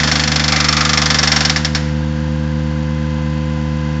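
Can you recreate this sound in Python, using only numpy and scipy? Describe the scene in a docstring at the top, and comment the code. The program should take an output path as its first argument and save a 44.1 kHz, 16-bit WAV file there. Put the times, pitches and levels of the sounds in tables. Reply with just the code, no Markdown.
"""A hydraulic hammer on a small drill rig drives a steel probe rod into the ground, about 24 blows a second,
slowing slightly and stopping after three late blows. Each blow cracks, clangs in the rod and shakes the
mast; then the hammer scrapes off and the loose rod taps its guide. Behind it the three-cylinder engine
drones on with pump whine and rushing oil, a little faster once the load is off.
Outdoors in a yard, close to the rig, on a small camera that squashes the peaks."""
import sys
import numpy as np
from scipy import signal
from scipy.fft import rfft, irfft, next_fast_len
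from scipy.io import wavfile
from scipy.ndimage import uniform_filter1d, map_coordinates

SR = 44100
rng = np.random.default_rng(int(sys.argv[2]) if len(sys.argv) > 2 else 0)


def to_wav(sig):
    """Store sig (one row per channel, or 1-D mono) as 16-bit WAV at the path in sys.argv[1].

    Samples outside -1..1 are clipped; the rate is SR.
    """
    pcm = np.clip(np.atleast_2d(sig), -1, 1) * 32767
    pcm = np.round(pcm).astype(np.int16)
    wavfile.write(sys.argv[1], SR, pcm.T)  # frames by channels


N = 176400

# The hammer's blows. Each row: start in seconds, then relative levels in dB of the clang,
# of the mast and crack, and of the rod's ring.
BLOWS = [(0.0004, -10, -13.5, -20), (0.0329, -11, -11.5, -21.5), (0.0744, -7, -12, -22),
         (0.1149, -9, -11, -10), (0.155, -4.5, -12.5, -22), (0.195, -8.5, -12.5, -20.5),
         (0.2358, -4.5, -17, -20.5), (0.2749, -5.5, -15, -11), (0.3169, -6, -14, -28),
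         (0.3583, -2, -14.5, -14.5), (0.3953, -8, -13, -21), (0.4391, -5.5, -15, -12.5),
         (0.4799, -3, -13, -20.5), (0.5211, -2.5, -12, -20.5), (0.5608, -4, -12.5, -21),
         (0.6017, 0, -13.5, -28), (0.6425, -4, -13, -21), (0.6848, -2, -12.5, -5.5),
         (0.7255, -2.5, -13.5, -17), (0.7667, -5, -11.5, -23), (0.8072, -3, -12, -20),
         (0.85, -2.5, -13, -24), (0.892, -3, -13, -13), (0.9321, -0.5, -13, -15), (0.9737, -1.5, -11.5, -5),
         (1.0171, -3.5, -12, -22), (1.058, -0.5, -13, -14.5), (1.1017, -1.5, -10.5, -22),
         (1.1438, -4.5, -11, -18), (1.1865, 0.5, -13, -5.5), (1.2294, -0.5, -9.5, -23.5),
         (1.273, -3, -12, -5.5), (1.3172, -0.5, -10.5, -7), (1.361, -2, -11, -6),
         (1.4059, -3.5, -12, -17.5), (1.4496, 0, -12.5, -6), (1.496, 1, -13.5, -16.5),
         (1.5604, -4.5, -13.5, -14.5), (1.6474, -3, -17, -19), (1.7486, -6.5, -15, -9)]
# Modes of the steel rod. 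Each row: pitch in Hz, relative level in dB, seconds to fall 60 dB.
ROD_MODES = [(2080, -11, .05), (4300, -7, .04), (4400, -7, .035), (5340, -2, .03), (5535, 0, .03),
             (5740, -11, .03), (6400, -16, .03)]
# Spectrum of steel on steel at the rod head. Each row: frequency in Hz, relative level in dB.
CONTACT_SPECTRUM = [(300, -24.5), (1000, -18), (1600, 1), (2100, 6), (2700, -10), (3700, -8.5),
                    (4400, -5.5), (5200, -11), (7500, -16.5)]


def amp(db):
    """Decibels to gain."""
    return 10 ** (np.asarray(db) / 20)


def unit(x):
    """Scaled to rms 1."""
    return x / np.sqrt(np.mean(x ** 2) + 1e-20)


def curve(rows):
    """(s, value) points as one value per sample."""
    return np.interp(np.arange(N) / SR, *np.transpose(rows))


def wobble(rate):
    """A smooth random curve, rate knots a second."""
    return map_coordinates(rng.standard_normal(int(N * rate / SR) + 4), [np.arange(N) * rate / SR])


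def rise(t, attack_s):
    """An onset that climbs from 0 towards 1."""
    return 1 - np.exp(-t / attack_s)


def fade(t, t60, hold_s=0):
    """Full level for hold_s, then down 60 dB every t60 seconds."""
    return amp(-60 * np.maximum(t - hold_s, 0) / t60)


def swell(t, at_s, width_s):
    """A bell curve that peaks at at_s."""
    return np.exp(-.5 * ((t - at_s) / width_s) ** 2)


def coloured(x, points):
    """x through a spectrum of (Hz, dB) points on a log axis."""
    n = x.shape[-1]
    size = next_fast_len(n + 2048)
    hz, db = np.transpose(sorted(map(tuple, points)))
    gain = amp(np.interp(np.log(np.fft.rfftfreq(size, 1 / SR) + 1), np.log(hz + 1), db))
    return irfft(rfft(x, size) * gain, size)[..., :n]


def band(hz, width):
    """Spectrum of one broad resonance, 30 dB down a factor of 1 + width either side of hz."""
    skirt = [(1 + width / 4, 0), (1 + width, -30), (1 + 3 * width, -70)]
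    return [(hz / ratio, db) for ratio, db in skirt] + [(hz * ratio, db) for ratio, db in skirt]


def blend(a, b, share):
    """Two unrelated signals mixed by power, share of it from a."""
    return np.sqrt(share) * a + np.sqrt(1 - share) * b


def valve():
    """Oil rushes through a valve in uneven surges."""
    # The narrow band of the rush. Each row: frequency in Hz, relative level in dB.
    rush_spectrum = [(1200, -40.5), (1480, -9.5), (1600, 3), (1670, -0.5), (1760, -15.5), (2000, -41.5)]
    surges = amp(1.5 * wobble(rate=22))
    return amp(-41) * unit(surges * coloured(rng.standard_normal(N), rush_spectrum))


def cyclic_noise(cycles, cycle_hz, spectrum):
    """Machine noise: half its power repeats with every engine cycle, half is fresh."""
    size = int(SR / cycle_hz.mean())
    position = (cycles % 1 * size).astype(int) % size
    repeated = rng.standard_normal(size)[position]
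    return unit(coloured(blend(repeated, rng.standard_normal(N), share=.5), spectrum))


def clatter(cycles, cycle_hz):
    """The engine's gears and valves clatter round with each cycle."""
    # Colour of the clatter. Each row: frequency in Hz, relative level in dB.
    spectrum = [(30, -17.5), (60, -2), (120, 7.5), (260, 5), (400, 2), (600, -2), (900, -2.5), (1200, -2.5),
                (1450, 0), (1800, -1.5), (2050, -2.5), (2250, -9.5), (2650, -4.5), (3200, -4), (3500, -8),
                (4200, -11), (4700, -9), (5200, -14), (6000, -13.5), (7200, -18.5), (7700, -29),
                (8300, -49.5)]
    # Its loudness. Each row: time in seconds, level in dB.
    levels = [(0, -29), (1.9, -31.5), (2.5, -33), (3.2, -33), (4, -32.5)]
    return amp(curve(levels)) * cyclic_noise(cycles, cycle_hz, spectrum)


def knock(cycles, cycle_hz):
    """Combustion knocks in three cylinders in turn, each with its own strength."""
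    # Colour of the knock. Each row: frequency in Hz, relative level in dB.
    spectrum = [(300, -24), (600, -9), (870, 0), (1030, -1), (1200, -16), (3000, -26)]
    cylinders, cylinder_db = 3, np.array([-7, 0, -10])
    firings = cycles * cylinders
    since_firing_s = firings % 1 / (cycle_hz * cylinders)
    strength = amp(cylinder_db[np.floor(firings).astype(int) % cylinders])
    pulses = uniform_filter1d(strength * fade(since_firing_s, t60=.024), size=60)
    return amp(-39.5) * unit(pulses * cyclic_noise(cycles, cycle_hz, spectrum))


def drone(cycles):
    """Exhaust puffs, pump whine and fan, all tied to the crankshaft."""
    # Exhaust, block and main pump tones. Each row: multiple of the cycle rate, relative level in dB.
    engine_tones = [(2, -48.5), (3, -21), (6, -19), (9, -24), (12, -29.5), (20, -31), (22, -51), (32, -52),
                    (34, -44.5), (38, -56), (39, -48.5)]
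    # The pump's upper whine. Each row: multiple of the cycle rate, relative level in dB.
    pump_tones = [(40, -40.5), (80, -49.5), (98, -54), (102, -55), (110, -57), (127, -55)]
    # Swell of the engine tones and fan. Each row: time in seconds, gain in dB.
    engine_swell = [(0, -0.5), (.6, -1), (1.2, -0.5), (1.65, -1), (1.87, 0.5), (2.2, .5), (3, 0.5),
                    (4, -0.1)]
    # Swell of the upper whine. Each row: time in seconds, gain in dB.
    pump_swell = [(0, -3.5), (2.3, -5.5), (2.75, -1), (3.1, 2.5), (3.6, 3), (4, 4.5)]
    fan_order, fan_db, waver_db = 8.67, -35.5, .4

    def tones(rows):
        return sum(-amp(db + waver_db * wobble(rate=12)) * np.cos(2 * np.pi * round(order) * cycles)
                   for order, db in rows)

    fan = amp(fan_db) * np.sin(2 * np.pi * fan_order * cycles)
    engine = amp(curve(engine_swell)) * (tones(engine_tones) + fan)
    pump = amp(curve(pump_swell)) * tones(pump_tones)
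    return np.sqrt(2) * (engine + pump)


def scrape():
    """A short scrape of steel as the hammer slides off the rod head."""
    slide = swell(np.arange(N) / SR, at_s=1.88, width_s=.025)
    return amp(-37) * slide * unit(coloured(rng.standard_normal(N), CONTACT_SPECTRUM))


def taps():
    """The loosened rod taps its guide, lightly ringing its modes."""
    # The contacts. Each row: start in seconds, gain in dB.
    contacts = [(1.828, -40), (1.895, -33), (1.912, -39), (2.098, -41)]
    out, t = np.zeros(N), np.arange(SR // 8) / SR
    for start, tap_db in contacts:
        ring = sum(amp(db) * fade(t, t60) * np.sin(2 * np.pi * (hz * t + rng.random()))
                   for hz, db, t60 in ROD_MODES)
        out[round(start * SR):][:len(t)] += amp(tap_db) * rise(t, attack_s=.002) * ring
    return out


def mode(t, hz, db, t60, hold_s=0):
    """One struck mode, one row per blow, a little different in level and pitch each time."""
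    scatter, detune = rng.standard_normal((len(BLOWS), 2)).T[:, :, None]
    tone = np.sin(2 * np.pi * hz * (1 + .003 * detune) * t)
    return amp(db + 1.5 * scatter) * fade(t, t60, hold_s) * tone


def dense_modes(t, spectrum):
    """Crowded steel modes, one row per blow: a pattern that drifts as the rod sinks, plus fresh rattle."""
    pattern, rows = rng.standard_normal(len(t)), []
    for drift, fresh in rng.standard_normal((len(BLOWS), 2, len(t))):
        pattern = blend(pattern, drift, share=.96)
        rows.append(blend(pattern, fresh, share=.68))
    return unit(coloured(np.array(rows), spectrum))


def mast_shake(t, starts):
    """Each blow rattles and rings the mast and clanks the frame; the rattle echoes round the yard."""
    # The rattle's low and upper range. Each row: frequency in Hz, relative level in dB.
    low_spectrum = [(60, -29.5), (190, -14), (255, 3), (330, -10), (420, -11)]
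    upper_spectrum = [(520, -6.5), (620, -5), (750, -4), (950, -6.5), (1200, -4), (1600, -0.5), (2050, -5),
                      (2900, -9), (3500, -6), (4080, -9), (4450, -7.5), (5400, -7), (6000, -11),
                      (7300, -15), (8500, -16.5), (10000, -38)]
    # Mast modes, each loudest as the carriage passes its spot.
    # Each row: pitch in Hz, relative level in dB, seconds to fall 60 dB, loudest moment in seconds.
    mast_modes = [(255, -7, .2, .0), (748, -7, .13, .4), (1064, -10, .13, 1.05), (1210, -6, .13, .85),
                  (1355, -6, .13, .75), (1530, -6, .13, .3), (1575, -6, .13, 1.4), (1745, -8, .12, 1.3),
                  (2085, -5, .09, 1.2), (2330, -8, .08, .7), (3530, -11, .08, 1.2), (4340, -1, .07, .75),
                  (4420, 0, .06, .45)]
    # Hollow clanks that come and go as the rod sinks.
    # Each row: centre in Hz, relative level in dB, loudest moment and spread around it in seconds.
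    frame_clanks = [(770, -5, .53, 0.051), (1260, -3, 0.78, .22), (2185, -2, 0.61, 0.2),
                    (2020, -4.5, 1.7, 0.077)]
    direct = amp(1) * fade(t, t60=.14)
    yard_echo = amp(-9.5) * fade(t, t60=.55)
    rattle = np.hypot(direct, yard_echo) * dense_modes(t, list(low_spectrum) + list(upper_spectrum))
    body = amp(-3) * sum(swell(starts, at_s, width_s=.4) * mode(t, hz, db, t60)
                         for hz, db, t60, at_s in mast_modes)
    clanks = sum(swell(starts, at_s, width_s) * amp(db) * dense_modes(t, band(hz, width=.3))
                 for hz, db, at_s, width_s in frame_clanks)
    return rise(t, attack_s=.0026) * (rattle + body + fade(t, t60=.13) * clanks)


def rod_ring(t):
    """The struck rod's modes sound briefly and leave a faint after-ring."""
    ring = sum(mode(t, hz, db, t60, hold_s=.007) + mode(t, hz, db - 24, t60=.4)
               for hz, db, t60 in ROD_MODES)
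    return amp(-4) * rise(t, attack_s=.003) * ring


def rod_clang(t):
    """A bright clang, held while the rod chatters."""
    # Colour of the clang. Each row: frequency in Hz, relative level in dB.
    spectrum = [(300, -35), (700, -9.5), (1500, -9), (2300, -4.5), (2800, -8.5), (3500, -3.5), (4050, -4.5),
                (4380, 0.5), (4750, -0.5), (5150, 2), (5500, 4.5), (6000, -6.5), (7000, -11), (7700, -16)]
    envelope = rise(t, attack_s=.00037) * fade(t, t60=.024, hold_s=.006)
    return amp(-7.5) * envelope * dense_modes(t, spectrum)


def piston_crack(t):
    """The piston lands with a crack, one half-sine burst long."""
    crack_s = .0024
    burst = np.sin(np.pi * np.minimum(t / crack_s, 1))
    return amp(6.5) * burst * dense_modes(t, CONTACT_SPECTRUM)


def hammer():
    """The run of blows: each cracks, clangs, shakes the mast and rings the rod."""
    t = np.arange(int(.36 * SR)) / SR
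    starts, clang_db, mast_db, ring_db = np.transpose(BLOWS)[:, :, None]
    crack = amp(mast_db) * piston_crack(t)
    clang = amp(clang_db) * rod_clang(t)
    mast = amp(mast_db) * mast_shake(t, starts)
    ring = amp(ring_db) * rod_ring(t)
    out = np.zeros(N + len(t))
    for start, blow in zip(starts[:, 0], crack + clang + mast + ring):
        out[round(start * SR):][:len(t)] += blow
    return out[:N]


def scene():
    """Engine and hammer at one spot close to the microphone, in mono."""
    # The pump's main whine, which gives the engine speed. Each row: time in seconds, pitch in Hz.
    whine_pitch = [(0.0, 503.3), (1.38, 502.4), (1.59, 513.4), (1.75, 505.6), (2.16, 510.6), (4.0, 508.5)]
    whine_order, speed_waver, first_firing_s = 20, .0012, .0105
    cycle_hz = curve(whine_pitch) / whine_order * (1 + speed_waver * wobble(rate=14))
    cycles = np.cumsum(cycle_hz) / SR - first_firing_s * cycle_hz[0]
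    engine = drone(cycles) + clatter(cycles, cycle_hz) + knock(cycles, cycle_hz)
    return (engine + valve() + hammer() + scrape() + taps())[None]


def record(dry):
    """The camera drops the deep bass and rounds off the peaks; the high treble is cut away."""
    # Steep treble cut near 7.7 kHz, with a faint band of fizz around 8.4 kHz.
    # Each row: frequency in Hz, gain in dB.
    treble_rolloff = [(20, -3), (7300, 0), (7650, -6.5), (7850, -28.5), (8100, -38), (8400, -14),
                      (8900, -25)]
    low_cut_hz, top_hz = 30, 8969
    ceiling, hardness = .74, 4
    thinned = signal.sosfilt(signal.butter(2, low_cut_hz, "highpass", fs=SR, output="sos"), dry)
    squashed = thinned / (1 + np.abs(thinned / ceiling) ** hardness) ** (1 / hardness)
    size = next_fast_len(N + 8192)
    passband = np.fft.rfftfreq(size, 1 / SR) < top_hz
    return irfft(rfft(coloured(squashed, treble_rolloff), size) * passband, size)[..., :N]


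dry = scene()
out = record(dry)
to_wav(out)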